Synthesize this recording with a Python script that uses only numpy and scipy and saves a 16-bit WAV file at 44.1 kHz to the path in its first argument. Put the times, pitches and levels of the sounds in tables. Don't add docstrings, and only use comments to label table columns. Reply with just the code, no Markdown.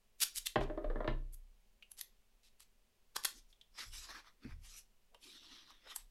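import sys
import numpy as np
from scipy import signal
from scipy.fft import rfft, irfft, next_fast_len
from scipy.io import wavfile
from scipy.ndimage import uniform_filter1d, map_coordinates

SR = 44100
rng = np.random.default_rng(int(sys.argv[2]) if len(sys.argv) > 2 else 0)


def dump(signal):
    limited = np.clip(np.atleast_2d(signal).T, -1, 1)
    pcm = np.round(limited * 32767).astype(np.int16)
    wavfile.write(sys.argv[1], SR, pcm)


N = 269318

# start_s, end_s, final_level_db, swell_db, body_db, edge_db
RIPS_AND_RUBS = [(0.203, 0.224, -32, 10.5, -6.5, 0), (0.214, 0.236, -24, 8.5, -4.5, 1),
                 (0.3645, 0.385, -32.5, 8.5, -13, 1), (0.458, 0.47, -32.5, 9.5, -8.5, -1),
                 (0.605, 0.641, -57, 3, -7, -15), (1.325, 1.346, -49.5, 16, 6.5, 23.5),
                 (1.969, 1.996, -46, 19.5, -1.5, 2.5), (2.432, 2.487, -69.5, -0.5, -13, -10),
                 (2.596, 2.634, -63.5, 0.5, -5.5, -3), (3.147, 3.1665, -28, 41.5, 10.5, -4.5),
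                 (3.2472, 3.2537, -23, 10.5, 3.5, 0.5)]
# pitch_hz, level_db
TAPE = [(150, -28.5), (400, -14.5), (700, -15), (1450, -5.5), (2400, -4), (4000, 2), (7000, -2),
        (11500, -1.5), (16000, -11.5)]
# start_s, low_db, middle_db, high_db, note_hz, t60_s
SNAPS_AND_TAP = [(0.2039, -72, -47.5, -48, 2520, 0.0076), (.36, -67, -42, -42, 4240, 0.0031),
                 (0.4697, -59.5, -34.5, -44, 3660, .007), (1.917, -60, -57.5, -48.5, 11000, 0.013),
                 (2.0117, -54.5, -40, -42.5, 11920, 0.013), (2.604, -63.5, -59.5, -59, 1850, 0.016),
                 (3.238, -54.5, -43.5, -47.5, 4514, 0.0079), (5.1454, -59.5, -62, -73, 950, 0.024),
                 (5.705, -58, -67, -76, 1250, 0.015), (5.961, -43, -44.5, -37.5, 8160, 0.022)]
# start_s, pitch_hz, level_db
SQUEAKS = [(1.8243, 2770, -48.5), (3.527, 3350, -57), (3.6124, 3460, -52), (5.1454, 3000, -54.5)]

# start_s, low_db, middle_db, high_db
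KNOCKS = [(.558, -29.5, -31, -40.5), (.611, -38, -44, -51.5), (.699, -40.5, -51, -65),
          (0.7754, -38, -49, -68), (0.8432, -38.5, -51, -64), (0.9003, -41.5, -50.5, -65),
          (.958, -41.5, -48, -66), (1.0048, -39, -43.5, -64.5), (1.045, -41.5, -49, -61),
          (1.0767, -36.5, -39, -45.5)]
# pitch_hz, level_db, t60_s
CORE = [(252, -5.5, .13), (339.3, 5, 0.11), (402, -1, .15), (510, -1, 0.1312), (606, 6, 0.11),
        (1080, 4, .05), (1765, 9, .09), (3680, 7.5, .05)]
# pitch_hz, level_db
THUMP = [(110, -33.5), (290, 0.5), (650, 0.5), (850, -9.5), (4000, -72)]
# pitch_hz, level_db
CLACK = [(500, -25.5), (800, 1.5), (1150, 3), (1450, -5), (1850, -10), (5000, -58)]
# pitch_hz, level_db
CRACK = [(1000, -27), (2100, 8.5), (2550, 3), (3000, 3.5), (4700, -11.5), (6000, -28), (15000, -46)]
# pitch_hz, level_db
RUMBLE = [(120, -18), (250, -1.5), (340, 0), (470, -8), (610, 1), (800, -18.5), (1800, -19.5), (4000, -50)]
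ROLLING_DB = -57.5

# start_s, boom_db, dull_puff_db, puff_top_hz
THUDS = [(0.56, -34.5, -36.5, 154), (0.957, -45, -61, 104), (1.079, -37.5, -49.5, 151),
         (3.85, -88, -52, 59), (4.445, -50.5, -45, 252), (4.469, -61, -42.5, 69.9)]
# pitch_hz, level_db, t60_s
TABLE = [(54, -16, 0.91), (65.4, -12.5, 1), (127.6, -1.5, 0.49), (229.3, -1.5, 0.23)]
# start_s, level_db
SHOVES = [(.32, -58), (.56, -37), (.83, -32), (1.058, -33), (3.33, -62.5), (3.84, -50.5), (4.44, -46.5),
          (5.96, -57.5)]
SWAY_RISE_S, SWAY_T60_S = 0.064, 0.91

# start_s, end_s, level_db, pressure (0-1)
STROKES = [(3.27, 3.316, -64, .1), (3.358, 3.39, -66, 0.1), (3.503, 3.507, -78.5, 0),
           (3.791, 3.827, -47.5, 0.5), (3.84, 3.887, -63, 0.26), (3.939, 3.989, -51.5, 0.34),
           (4.011, 4.054, -55, 0.39), (4.098, 4.108, -50.5, 0.76), (4.125, 4.197, -57, 0.78),
           (4.261, 4.284, -65, 1), (4.436, 4.523, -68.5, 0.89), (4.648, 4.764, -61, 0.29),
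           (4.776, 4.788, -59.5, 0.03), (5.886, 5.894, -64.5, 0.75), (5.905, 5.916, -50.5, 0.67),
           (5.982, 6.008, -63.5, 0.6)]
ATTACK_S, RELEASE_S = 0.11, 0.12
SCRAPE_LIGHT_DB, SCRAPE_FIRM_DB = -16, 4.5
HISS_LIGHT_DB, HISS_FIRM_DB = 6.5, -16
# time_s, level_db
SLIDE = [(5.19, -92), (5.228, -60), (5.362, -58.5), (5.402, -65.5), (5.558, -59), (5.66, -69), (5.7, -61.5),
         (5.804, -77.5), (5.88, -61)]
SLIDE_PRESSURE, SLIDE_SETTLE_S = 0.77, 0.15
SLIDE_RASP_DB, SLIDE_BRUSH_DB = 5, -6.5
STROKE_BRUSH_DB = -18.5
# pitch_hz, level_db
SCRAPE = [(300, -13.5), (700, -7.5), (1200, 2), (1500, 0.5), (1850, 3), (2400, -1), (3300, -24)]
# pitch_hz, level_db
RASP = [(1500, -18.5), (2400, -4), (3500, 1), (4400, -3), (5300, -1.5), (6100, -7.5), (7500, -38),
        (8500, -30)]
# pitch_hz, level_db
HISS = [(3500, -22.5), (5500, 0), (7300, 0.5), (9000, -2.5), (12000, -4), (16000, -31.5)]
# pitch_hz, level_db
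BRUSH = [(100, -19), (220, 5.5), (330, 12.5), (550, -17), (900, -26), (2000, -35)]
# time_s, pitch_hz, boost_db
STRIP = [(3.3, 5350, 5.5), (4.7, 5360, 2.5), (5.23, 2500, 5.5), (5.33, 3500, 3), (5.64, 3950, 5),
         (5.8, 3340, 6.5)]
# start_s, level_db, pitch_hz
PATS = [(3.355, -67, 294), (4.45, -51, 275), (5.15, -65.5, 550), (5.29, -66, 285), (5.52, -64.5, 270),
        (5.866, -63, 500)]

# time_s, height_m
HEIGHT = [(.22, 0.16), (.47, .22), (3.2, 0.067), (3.95, 0.048), (4.15, 0.072), (5.21, 0.022), (5.31, 0.067),
          (5.45, 0.078), (5.92, 0.052)]
# pitch_hz, t60_s
ROOM = [(150, 0.46), (600, .25), (2000, .24), (5000, .25), (11000, 0.17), (16000, 0.21)]
# pitch_hz, level_db
CAPSULE = [(10000, -2), (11700, 1), (12200, -2), (12700, -5.5), (16000, -11.5)]
# pitch_hz, level_db
FLOOR = [(12, -10), (28, -12), (50, -24), (90, -32), (150, -39), (230, -31), (300, -50), (358, -36.5),
         (1500, -46.5), (2900, -43), (3500, -46), (16000, -52.5)]
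FLOOR_DB = -79.5
TOP_HZ = 15900


def rips_and_rubs(stop_s=0.012, body_hz=1700, edge_hz=7000):
    out, t = np.zeros(N), np.arange(SR // 8) / SR
    for start, end, db, swell_db, body_db, edge_db in RIPS_AND_RUBS:
        length = max(end - start, .002)
        growth_db = swell_db * (np.minimum(t / length, 1) - 1)
        stop_db = -60 * np.maximum(t - length, 0) / stop_s
        grains = crackle(len(t), rate=2200, spread_db=1.5) + 0.84 * rng.standard_normal(len(t))

        def tone(hz):
            body = body_db / (1 + (hz / body_hz) ** 4)
            edge = edge_db / (1 + (edge_hz / (hz + 1)) ** 4)
            return along(TAPE, hz) + body + edge

        moved = colour(grains * amp(growth_db + stop_db), tone)
        add(out, start, amp(db) * moved / np.std(colour(grains, tone)))
    return out


def snaps_and_tap(lead_s=0.017, lead_db=-17, gain_db=-11.0, note_db=6, octaves=0.12):
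    out, t = np.zeros(N), np.arange(-SR // 48, SR // 24) / SR
    for s, low_db, mid_db, high_db, note_hz, t60 in SNAPS_AND_TAP:
        lead = amp(lead_db + 20 * t / lead_s)
        envelope = np.where(t < 0, lead, amp(-60 * t / t60))
        spectrum = [(150, low_db - 27), (1200, low_db + 4.5), (2300, mid_db - 3.5), (3500, mid_db - 3.5),
                    (6000, (mid_db + high_db) / 2 - 1), (11800, high_db), (16000, high_db - 17)]
        size = np.linalg.norm(amp([low_db, mid_db, high_db]))
        shiver = colour(envelope * rng.standard_normal(len(t)),
                        lambda hz: along(spectrum, hz) + note_db * hump(hz, note_hz, octaves))
        add(out, s + t[0], amp(gain_db) * size * unit(shiver))
    return out


def squeaks(t60=0.037):
    out, t = np.zeros(N), np.arange(SR // 20) / SR
    for s, hz, db in SQUEAKS:
        band = [(hz / 4, -40), (hz * .75, -16), (hz, 0), (hz * 1.3, -17), (hz * 3, -34)]
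        squeak = shaped(rng.standard_normal(len(t)), band)
        add(out, s, amp(db - 60 * t / t60) * squeak)
    return out


def roll(clack_t60=.055, strike_db=19, ring_db=-28, thump_db=-12, clack_db=-12, crack_db=-11):
    out, t = np.zeros(N), np.arange(SR // 3) / SR
    for s, low_db, mid_db, high_db in KNOCKS:
        strike = amp(strike_db) * (t == 0)
        clatter = rng.standard_normal(len(t)) * amp(-60 * t / clack_t60)
        body = strike + clatter + amp(ring_db) * ring(CORE, t, vary_db=5)
        parts = (low_db + thump_db, THUMP), (mid_db + clack_db, CLACK), (high_db + crack_db, CRACK)
        for db, spectrum in parts:
            add(out, s, amp(db) * shaped(body, spectrum))
    rolling = amp(ROLLING_DB) * swell(KNOCKS[0][0], KNOCKS[-1][0], attack_s=.005, release_s=.48)
    return out + rolling * shaped(crackle(N, rate=910, spread_db=2.5), RUMBLE)


def table(puff_t60=0.2613, puff_hz=150, sway_hz=30):
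    out, t = np.zeros(N), np.arange(SR) / SR
    for s, boom_db, puff_db, top_hz in THUDS:
        dull = [(20, -10), (55, 0), (top_hz, 0), (2 * top_hz, -20), (10 * top_hz, -60)]
        puff = shaped(rng.standard_normal(len(t)), dull)
        push = amp(puff_db - 60 * t / puff_t60 * top_hz / puff_hz) * (1 - np.exp(-t * top_hz))
        add(out, s, amp(boom_db) * ring(TABLE, t, vary_db=1.0) + push * puff)
    return out + sway(sway_hz)


def sway(sway_hz):
    shove_s, shove_db = np.array(SHOVES)[:, :1], np.array(SHOVES)[:, 1:]
    age = np.arange(N) / SR - shove_s
    rise = np.clip(age / SWAY_RISE_S, 0, 1)
    reach = rise * amp(shove_db - 60 * np.maximum(age - SWAY_RISE_S, 0) / SWAY_T60_S)
    swing = np.sin(2 * np.pi * sway_hz * np.arange(N) / SR + .5 * wobble(10))
    return np.linalg.norm(reach, axis=0) * unit(swing)


def rubbing(gain_db=-1, catch_db=3.5):
    scrape, rasp, hiss, hands = fingers()
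    grip = amp(1.1 * wobble(90))
    catch = amp(catch_db * wobble(30))
    coarse = scrape * catch * shaped(crackle(N, rate=700, spread_db=0), SCRAPE)
    ridges = rasp * shaped(crackle(N, rate=4400, spread_db=1.5), RASP)
    fine = hiss * shaped(crackle(N, rate=15000, spread_db=2.0), HISS)
    brush = hands * catch * shaped(rng.standard_normal(N), BRUSH)
    return amp(gain_db) * (grip * (coarse + ridges + fine) + brush)


def fingers(slide_db=-2.5):
    touches = [touch(amp(db) * swell(start, end, ATTACK_S, RELEASE_S), pressure)
               for start, end, db, pressure in STROKES]
    strokes = np.linalg.norm(touches, axis=0)
    age = np.maximum(np.arange(N) / SR - SLIDE[0][0], 0)
    pressure = SLIDE_PRESSURE * (1 - np.exp(-age / SLIDE_SETTLE_S))
    scrape, rasp, hiss = touch(amp(slide_db) * gains(SLIDE)[0], pressure)
    brush = amp(STROKE_BRUSH_DB) * strokes[0] + amp(SLIDE_BRUSH_DB) * rasp
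    return *np.hypot(strokes, [scrape, amp(SLIDE_RASP_DB) * rasp, hiss]), brush


def touch(gain, pressure):
    scrape_db = SCRAPE_LIGHT_DB + pressure * (SCRAPE_FIRM_DB - SCRAPE_LIGHT_DB)
    hiss_db = HISS_LIGHT_DB + pressure * (HISS_FIRM_DB - HISS_LIGHT_DB)
    return gain * amp(scrape_db), gain, gain * amp(hiss_db)


def strip(x, octaves=0.23, patchy_db=3.0, trim=0.51):
    hz, t, z = signal.stft(x, SR, nperseg=512)
    s, note_hz, boost_db = np.transpose(STRIP)
    bell = hump(hz[:, None], np.interp(t, s, note_hz), octaves)
    resonance_db = np.interp(t, s, boost_db) * (bell - trim)
    patches = uniform_filter1d(rng.standard_normal(z.shape), size=5, axis=0)
    patches = uniform_filter1d(patches, size=10, axis=1)
    return signal.istft(z * amp(resonance_db + patchy_db * unit(patches)), SR, nperseg=512)[1][:N]


def pats(attack_s=0.089, release_s=0.17, octaves=0.93, skirt_db=-55):
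    out, t = np.zeros(N), np.arange(-SR // 8, SR // 4) / SR
    press = amp(-60 * np.maximum(-t / attack_s, t / release_s))
    for s, db, note_hz in PATS:
        band = lambda hz: skirt_db * (1 - hump(hz, note_hz, octaves))
        hollow = unit(colour(rng.standard_normal(len(t)), band))
        add(out, s + t[0], amp(db) * press * hollow)
    return out


def table_echo(x, bounce, dull_hz=6000):
    n = np.arange(N)
    height_m = np.interp(n / SR, *np.transpose(HEIGHT))
    lag = 2 * height_m / 343 * SR
    soft = irfft(rfft(x) / (1 + (np.fft.rfftfreq(N, 1 / SR) / dull_hz) ** 4), N)
    share = np.clip(bounce, 0, 1)
    return (x - share * map_coordinates(soft, [n - lag])) / np.sqrt(1 + share ** 2)


def room(x, gap_s=0.0015):
    hz, t, z = signal.stft(rng.standard_normal(SR // 2), SR, nperseg=256)
    decay = amp(-60 * t / along(ROOM, hz)[:, None])
    tail = signal.istft(z * decay, SR, nperseg=256)[1]
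    tail *= np.clip(np.arange(len(tail)) / SR / gap_s - 1, 0, 1)
    return signal.fftconvolve(x, tail / np.linalg.norm(tail))[:N]


def background():
    noise = shaped(rng.standard_normal(N), FLOOR)
    above_rumble = signal.sosfilt(signal.butter(4, 200, 'high', fs=SR, output='sos'), noise)
    return amp(FLOOR_DB) * noise / np.std(above_rumble)


def amp(db):
    return 10 ** (np.asarray(db) / 20)


def unit(x):
    return x / np.sqrt(np.mean(x ** 2) + 1e-20)


def along(points, hz):
    f, v = np.transpose(points)
    return np.interp(np.log(hz + 1), np.log(f + 1), v)


def hump(hz, centre_hz, octaves):
    return np.exp(-.5 * (np.log2((hz + 1) / centre_hz) / octaves) ** 2)


def gains(rows):
    s, *cols = np.transpose(rows)
    return [amp(np.interp(np.arange(N) / SR, s, c, left=-150, right=-150)) for c in cols]


def swell(start, end, attack_s, release_s):
    t = np.arange(N) / SR
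    return amp(-60 * (np.maximum(start - t, 0) / attack_s + np.maximum(t - end, 0) / release_s))


def wobble(rate):
    knots = rng.standard_normal(int(N * rate / SR) + 4)
    return map_coordinates(knots, [np.arange(N) * rate / SR])


def colour(x, db_of_hz):
    m = 2 * next_fast_len(len(x) // 2 + 4096)
    response = np.maximum(amp(db_of_hz(np.fft.rfftfreq(m, 1 / SR))), 1e-6)
    cep = irfft(np.log(response), m)
    cep[1:m // 2] *= 2
    cep[m // 2 + 1:] = 0
    return irfft(rfft(x, m) * np.exp(rfft(cep)), m)[:len(x)]


def shaped(x, spectrum):
    return unit(colour(x, lambda hz: along(spectrum, hz)))


def add(track, s, x):
    part = track[max(round(s * SR), 0):][:len(x)]
    part += x[:len(part)]


def crackle(size, rate, spread_db):
    hit = rng.random(size) < rate / SR
    sign = rng.choice([-1, 1], size)
    return unit(hit * sign * amp(spread_db * np.clip(rng.standard_normal(size), -2, 2)))


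def ring(modes, t, vary_db):
    out = np.zeros(len(t))
    for hz, db, t60 in modes:
        sign = rng.choice([-1, 1])
        decay = amp(db + vary_db * rng.normal() - 60 * t / t60)
        out += sign * decay * np.sin(2 * np.pi * hz * t)
    return out


def scene():
    tape = table_echo(rips_and_rubs(), bounce=0.22)
    clicks = snaps_and_tap() + squeaks()
    knocks = roll()
    rub = table_echo(strip(rubbing()), bounce=0.2)
    wet = room(amp(-8.5) * tape)
    wet += room(amp(-10.0) * clicks + amp(-12.5) * rub)
    wet += room(amp(-5.5) * knocks)
    air = tape + clicks + knocks + rub + wet + table() + pats()
    mono = colour(air, lambda hz: along(CAPSULE, hz)) + background()
    return np.array([mono, mono])


def record(dry, ceiling=0.12):
    rounded = dry / (1 + (dry / ceiling) ** 4) ** (1 / 4)
    m = next_fast_len(N + SR // 2)
    in_band = np.fft.rfftfreq(m, 1 / SR) < TOP_HZ
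    return irfft(rfft(rounded, m) * in_band, m)[:, :N]


dry = scene()
out = record(dry)
dump(out)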